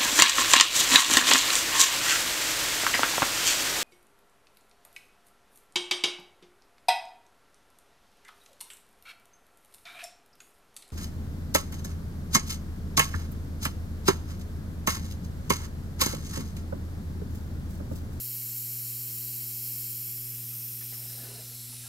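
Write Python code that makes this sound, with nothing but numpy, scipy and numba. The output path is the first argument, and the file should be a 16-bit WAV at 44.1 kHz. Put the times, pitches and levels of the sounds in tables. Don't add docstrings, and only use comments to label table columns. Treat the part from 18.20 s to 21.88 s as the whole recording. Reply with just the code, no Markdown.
import sys
import numpy as np
from scipy import signal
from scipy.fft import rfft, irfft, next_fast_len
from scipy.io import wavfile
from scipy.ndimage import uniform_filter1d, map_coordinates
from numba import njit

SR = 44100
rng = np.random.default_rng(int(sys.argv[2]) if len(sys.argv) > 2 else 0)


def master(y):
    cut = np.clip(np.atleast_2d(y).T, -1, 1)
    pcm = np.round(cut * 32767)
    wavfile.write(sys.argv[1], SR, pcm.astype(np.int16))


def decibels_to_gain(level_db):
    exponent = np.asarray(level_db, float) / 20
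    return 10 ** exponent


N = 162288

# (centre [Hz], width [Hz], level [dB])
FACING_MODES = [(2250, 260, -19.5), (2740, 770, -19), (3160, 360, -18), (4324, 940, -10.5),
                (5390, 780, -9.5), (5960, 890, -14.5), (7420, 1470, -6), (8700, 570, -8.5), (9560, 670, -4),
                (10320, 310, -7), (11820, 1270, 2), (13170, 1750, -1), (14460, 1050, 1), (15400, 1500, -7)]
# (centre [Hz], width [Hz], level [dB])
BACKED_MODES = [(2640, 490, -14), (3330, 810, -16.5), (4000, 620, -26), (5240, 930, -8), (6300, 2400, -14),
                (7400, 1900, -13), (8580, 530, -5.5), (9430, 840, -5), (10140, 420, -12), (11740, 1050, 0),
                (12630, 1760, 0.5), (14200, 890, 1), (15400, 1300, -6)]
# (centre [Hz], width [Hz], level [dB])
SIDE_MODES = [(2070, 1800, -21), (2890, 890, -11), (4150, 1220, -5.5), (5200, 1040, -2), (6090, 500, -7.5),
              (7600, 1660, -3), (8700, 1200, -4), (9600, 600, 0.5), (10400, 610, 0), (11260, 370, -3),
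              (12400, 1270, -0.5), (13900, 1400, -5.5), (15200, 1800, -8.5)]
# (time [s], facing jet [dB], backed jet [dB], side jet [dB])
PHONE_PATH = [(0, -35.5, -51, -51), (1.6, -36.5, -40.5, -53), (1.9, -37.5, -41.5, -60),
              (2.2, -43, -40.5, -47), (2.45, -44, -38.5, -49.5), (2.75, -57, -38.5, -47.5),
              (2.95, -57, -40, -44), (3.05, -65, -42.5, -44), (3.14, -65, -57, -42.5), (3.3, -71, -47, -43),
              (3.5, -69, -50, -43), (3.68, -61.5, -64, -42)]
# (time [s], lag [ms])
FLANK_LAG = [(1.8, 0.4), (2.5, 0.49), (3.0, 0.57), (3.35, 0.945), (3.68, 0.78)]
# (time [s], centre [Hz], depth [0-1])
RIM_DIP = [(0, 3490, 0.77), (1.6, 3520, .8), (1.85, 3620, .75), (2.0, 3750, .6), (2.15, 3850, 0.6),
           (2.3, 3950, 0.45), (2.55, 3900, .2), (2.7, 3600, 0.4), (3.0, 3450, .4), (3.45, 3050, 0.3),
           (3.68, 3300, 0.1)]
# (time [s], centre [Hz], depth [0-1])
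BENCH_DIP = [(1.7, 4350, 0.02), (1.9, 4280, 0.25), (2.2, 4430, 0.7), (2.6, 4570, 0.25), (3.2, 4620, 0.34),
             (3.68, 4930, 0.7)]
# (time [s], centre [Hz], depth [0-1])
SHADE_DIP = [(2.7, 14300, 0), (2.9, 14200, .3), (3.06, 14600, .5), (3.35, 14600, .45), (3.46, 15400, 0.3),
             (3.68, 15000, .5)]
# (time [s], centre [Hz], depth [0-1])
HOLDER_DIP = [(2.2, 7900, 0.03), (2.5, 7900, 0.4), (2.8, 7600, 0.1), (3.1, 7700, 0.3), (3.36, 8700, 0.46),
              (3.43, 9200, 0), (3.52, 12400, .2), (3.68, 12300, 0.6)]
# (time [s], centre [Hz], depth [0-1])
LIP_DIP = [(1.6, 6350, 0), (1.95, 6420, .55), (2.2, 6600, .45), (2.35, 6900, .2), (2.6, 6300, 0),
           (2.75, 6400, .35), (3.1, 6900, .35), (3.4, 6500, .3), (3.68, 6600, .2)]
# (time [s], centre [Hz], depth [1, under 0 lifts])
HOLLOW_LIFT = [(2.85, 3800, 0.021), (3.05, 3950, -0.23), (3.25, 4200, -0.36), (3.4, 4450, -0.41),
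               (3.52, 4200, 0), (3.6, 4000, .4), (3.68, 4000, .4)]
# (time [s], centre [Hz], depth [1, under 0 lifts])
EDGE_DIP = [(2.85, 13800, 0), (3.03, 13800, .7), (3.17, 13700, .75), (3.25, 13900, .2), (3.4, 13250, .6),
            (3.5, 14000, .1), (3.56, 14500, .6), (3.68, 14800, .7)]
# (time [s], centre [Hz], depth [1, under 0 lifts])
WALL_GLANCE = [(2.75, 11900, 0), (2.9, 12100, -.3), (3.05, 12300, -.2), (3.2, 12000, 0.15), (3.3, 11200, 0),
               (3.4, 11100, -.6), (3.5, 11200, -.3), (3.6, 11300, 0)]
# (multiple of mains [1], level [dB rms], loss per dB of distance loss [dB])
DRIVE_LINES = [(1.014, -77.5, -1.5), (1.995, -45.5, 1.3), (4.01, -61, 0.2), (6, -62, 3), (7.95, -76.5, 5),
               (9.97, -77.5, 1.5), (12, -90, -4.5), (13.9, -75.5, 4.5), (16, -85, 3), (18, -78, 4.5),
               (21.9, -81, -1.5), (22.93, -85, 5), (23.44, -83, -1.5)]
# (time [s], level [dB])
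DRIVE_FALL = [(0, -1), (1.5, -0.5), (2.3, -1.25), (2.9, -1.1), (3.2, -2.1), (3.68, -2.5)]
# (frequency [Hz], level [dB per Hz])
RUMBLE = [(22, 7), (45, -10.5), (100, 2.5), (200, -10), (450, -12.5), (900, -15), (1400, -13), (2200, -6)]
# (time [s], level [dB], pitch [Hz], t60 [s])
KNOCK_EVENTS = [
    (2.32, -56, 1307, 0.12),
    (2.61, -52, 1770, 0.08),
    (2.61, -60, 1270, 0.056),
    (2.62, -54, 2250, .06),
    (2.722, -55, 374, 0.1),
    (2.725, -62, 1230, .12),
    (3.495, -62, 454, 0.066),
    (3.53, -60, 1290, .04),
    (3.65, -62, 890, 0.07),
]
# (time [s], level [dB], centre [Hz], t60 [s])
SCUFF_EVENTS = [
    (2.605, -67, 1400, 0.16),
    (2.716, -71.5, 705, 0.29),
    (2.72, -69, 1490, .25),
    (3.03, -63, 327, .3),
    (3.1, -66, 400, 0.2),
    (3.525, -66, 650, 0.093),
    (3.528, -74, 1300, 0.074),
    (3.645, -69, 805, 0.2),
]
# (time [s], level
# [dB], pitch [Hz], t60 [s])
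SLIP_EVENTS = [(2.716, -50, 788, .08), (2.722, -49, 1940, .06), (2.722, -49, 2090, .06),
               (2.775, -55, 900, .08), (2.81, -53, 637, 0.08), (2.955, -49, 151, .1),
               (2.945, -44, 525, 0.055), (2.975, -50, 820, 0.089), (2.9821, -53, 240, 0.45),
               (3.018, -46, 273, 0.08), (3.03, -45.5, 318, 0.057), (3.035, -49, 440, .06),
               (3.035, -66, 696, .08), (3.052, -45, 510, 0.078), (3.08, -43, 410, 0.093),
               (3.04, -54.5, 1490, 0.27), (3.045, -57, 1760, 0.17), (3.09, -54, 480, 0.056),
               (3.112, -44, 410, 0.1), (3.125, -56, 650, .06), (3.138, -44.5, 412, 0.12),
               (3.15, -47, 690, 0.08), (3.178, -41.5, 433, 0.079), (3.19, -43.5, 635, .09),
               (3.255, -56, 473, .08), (3.308, -49.5, 460, 0.074), (3.495, -48, 246, 0.089),
               (3.526, -46, 870, 0.038), (3.533, -51, 410, .06), (3.635, -50, 1634, 0.13),
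               (3.658, -51, 1360, .08)]
# (frequency [Hz], t60 [s], level [dB])
SOLE_MODES = [(174, .08, -6.5), (262, 0.048, -9), (410, 0.086, -10), (507, 0.11, -8), (674, 0.03, -5.5),
              (820, 0.015, -10), (1110, 0.027, -23), (1470, 0.017, -9), (1730, 0.032, -7.5),
              (2110, 0.012, -12), (2820, 0.033, -11)]
# (time [s], level [dB])
SOLE_DRAG = [(2.74, -93), (2.8, -66), (2.9, -60.5), (2.96, -60), (3.05, -55), (3.12, -65), (3.2, -58),
             (3.24, -63), (3.33, -65), (3.4, -78)]
# (time [s], low edge [Hz], high edge [Hz], level [dB])
SIDE_BURSTS = [(.894, 4150, 5150, -59), (2.102, 5200, 6450, -56), (2.1, 6900, 8960, -50),
               (2.472, 5700, 6940, -58), (2.75, 4700, 6260, -54), (2.89, 4630, 5800, -55),
               (2.891, 9000, 10400, -51)]

FLUTTER_DB, TURN_FLUTTER_DB, GUST_DB = 0.5, 1.1, 0.2
BENCH_DB, BENCH_T60_S, FLANK_DB = -12, 0.05, -17
MAINS_HZ = 59.98
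DRIVE_SKEW_RAD, DRIVE_OFFSET_RAD = 0.22, -1.75
SHOP_DB, SHOP_TOP_HZ = -63, 2460
SHAFT_HZ, SHAFT_WIDTH_HZ, SHAFT_DB, SHAFT_LINE_DB = 40.5, 3, -80, -72
MAINS_SWAY_DB = -73.5
STRIKE_RISE_S = 0.006
SLIPS_PER_S, SLIP_SPREAD_DB = 600, 1.5
BURST_S = 1024 / SR
PHONE_TOP_HZ = 15725


def level(x, db):
    return x * decibels_to_gain(db) / np.sqrt(np.mean(x ** 2))


def coloured(power):
    size = next_fast_len(N)
    hz = np.arange(size // 2 + 1) * SR / size + 1e-3
    spectrum = rfft(rng.standard_normal(size)) * np.sqrt(power(hz))
    return level(irfft(spectrum, size)[:N], 0)


def walk(rate_hz):
    hold = int(SR / rate_hz)
    steps = np.repeat(rng.standard_normal(N // 200), hold)[:N]
    slewed = uniform_filter1d(uniform_filter1d(steps, hold), hold)
    return slewed / slewed.std()


def ring(x, hz, t60_s):
    pole = np.exp(2j * np.pi * hz / SR - np.log(1000) / (t60_s * SR))
    return signal.lfilter([1], [1, -pole], x).imag


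@njit
def band(x, hz, width_hz):
    y, mid, low = np.empty(len(x)), 0., 0.
    for i in range(len(x)):
        g, damping = np.tan(np.pi * hz[i] / SR), width_hz / hz[i]
        v = (mid + g * (x[i] - low)) / (1 + g * (g + damping))
        mid, low, y[i] = 2 * v - mid, low + 2 * g * v, damping * v
    return y


def dip(x, rows, width_hz):
    s, hz, depth = np.array(rows).T
    t = np.arange(N) / SR
    share = np.clip(np.interp(t, s, depth), -1, 1)
    return x - share * band(x, np.interp(t, s, hz), 1. * width_hz)


def path_gain(column):
    rows = np.array(PHONE_PATH)
    return decibels_to_gain(np.interp(np.arange(N) / SR, rows[:, 0], rows[:, column]))


def jet(modes, flutter_db):
    air = np.zeros(N)
    for hz, width_hz, db in modes:
        gain = decibels_to_gain(db + flutter_db * walk(6.94)) * np.sqrt(width_hz)
        air += gain * coloured(lambda f: 1 / (1 + (2 * (f - hz) / width_hz) ** 2) ** 2)
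    age = np.arange(2048) / SR
    echoes = rng.standard_normal(len(age)) * decibels_to_gain(-60 * age / BENCH_T60_S) * (age > 0.002)
    echoes /= np.linalg.norm(echoes)
    return level(air + decibels_to_gain(BENCH_DB) * signal.fftconvolve(air, echoes)[:N], 0)


def nozzle():
    t = np.arange(N) / SR
    moving = path_gain(2) * jet(BACKED_MODES, FLUTTER_DB) + path_gain(3) * jet(SIDE_MODES, TURN_FLUTTER_DB)
    lag_s = np.interp(t, *np.array(FLANK_LAG).T) / 1000
    flank = map_coordinates(moving, [(t - lag_s) * SR], mode="mirror")
    gust = decibels_to_gain(GUST_DB * walk(5.88))
    facing = path_gain(1) * jet(FACING_MODES, FLUTTER_DB)
    air = gust * (facing + moving + decibels_to_gain(FLANK_DB) * flank)
    air = dip(air, RIM_DIP, width_hz=420)
    air = dip(air, BENCH_DIP, width_hz=610)
    air = dip(air, SHADE_DIP, width_hz=3000)
    air = dip(air, HOLDER_DIP, width_hz=1300)
    air = dip(air, LIP_DIP, width_hz=270)
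    air = dip(air, HOLLOW_LIFT, width_hz=450)
    air = dip(air, EDGE_DIP, width_hz=450)
    return dip(air, WALL_GLANCE, width_hz=700)


def drive():
    t = np.arange(N) / SR
    mains_phase = 2 * np.pi * MAINS_HZ * t
    fall_db = np.interp(t, *np.array(DRIVE_FALL).T)
    hum = np.zeros(N)
    for multiple, db, share in DRIVE_LINES:
        k = round(multiple)
        gain = np.sqrt(2) * decibels_to_gain(db + fall_db * share + 0.61 * walk(4.77))
        hum += gain * np.cos(k * mains_phase + DRIVE_SKEW_RAD * k ** 2 + DRIVE_OFFSET_RAD)
    return hum


def shop():
    hz, db = np.array(RUMBLE).T

    def rumble_power(f):
        shape = decibels_to_gain(2 * np.interp(np.log(f), np.log(hz), db))
        high_pass = (f / 20) ** 4 / (1 + (f / 20) ** 4)
        return shape * high_pass / (1 + (f / SHOP_TOP_HZ) ** 8)

    rumble = coloured(rumble_power)
    shaft = coloured(lambda f: 1 / (1 + (2 * (f - SHAFT_HZ) / SHAFT_WIDTH_HZ) ** 2) ** 2)
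    swell = decibels_to_gain(0.5 * walk(6))
    line = np.sqrt(2) * decibels_to_gain(SHAFT_LINE_DB) * np.sin(2 * np.pi * SHAFT_HZ * np.arange(N) / SR)
    sway = level(ring(ring(rumble, 61, 0.8), 61, 0.8), 0)
    return level(rumble * swell, SHOP_DB) + decibels_to_gain(SHAFT_DB) * shaft + line + decibels_to_gain(MAINS_SWAY_DB) * sway


def strikes(rows, noise_share):
    out, t = np.zeros(N), np.arange(N) / SR
    noise = rng.standard_normal(N)
    for s, db, hz, t60_s in rows:
        age = np.clip(t - s, 0, 1)
        crack = level(band(noise, np.full(N, 1. * hz), 1. * hz), 0)
        envelope = decibels_to_gain(db - 60 * age / t60_s) * (1 - np.exp(-age / STRIKE_RISE_S))
        out += envelope * (np.sin(2 * np.pi * hz * age) + noise_share * crack)
    return out


def knocks():
    return strikes(KNOCK_EVENTS, noise_share=0.8)


def scuffs():
    return strikes(SCUFF_EVENTS, noise_share=4)


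def strong_slips():
    return strikes(SLIP_EVENTS, noise_share=0.3)


def sole_drag():
    slips = rng.random(N) < SLIPS_PER_S / SR
    rub = np.zeros(N)
    for hz, t60_s, db in SOLE_MODES:
        kicks = slips * decibels_to_gain(SLIP_SPREAD_DB * rng.standard_normal(N)) * rng.standard_normal(N)
        rub += decibels_to_gain(db) * level(ring(kicks, hz, t60_s), 0)
    s, db = np.array(SOLE_DRAG).T
    return level(rub, 0) * decibels_to_gain(np.interp(np.arange(N) / SR, s, db, left=-140, right=-140))


def scene():
    mono = nozzle() + drive() + shop() + sole_drag() + knocks() + strong_slips() + scuffs()
    return np.array([mono, mono])


def side_bursts():
    t = np.arange(N) / SR
    side = np.zeros(N)
    for s, low_hz, high_hz, db in SIDE_BURSTS:
        window = np.cos(np.pi / 2 * np.clip((t - s) / BURST_S, -1, 1)) ** 2
        side += decibels_to_gain(db) * window * coloured(lambda f: (f > low_hz) & (f < high_hz))
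    return side * np.array([[1], [-1]])


def top_cut(x):
    return signal.sosfilt(signal.butter(12, 16910, fs=SR, output="sos"), x)


def record(dry):
    low_pass = signal.ellip(14, 0.2, 75, PHONE_TOP_HZ, fs=SR, output="sos")
    mix = signal.sosfilt(low_pass, dry) + side_bursts()
    return top_cut(mix)


dry = scene()
out = record(dry)
master(out)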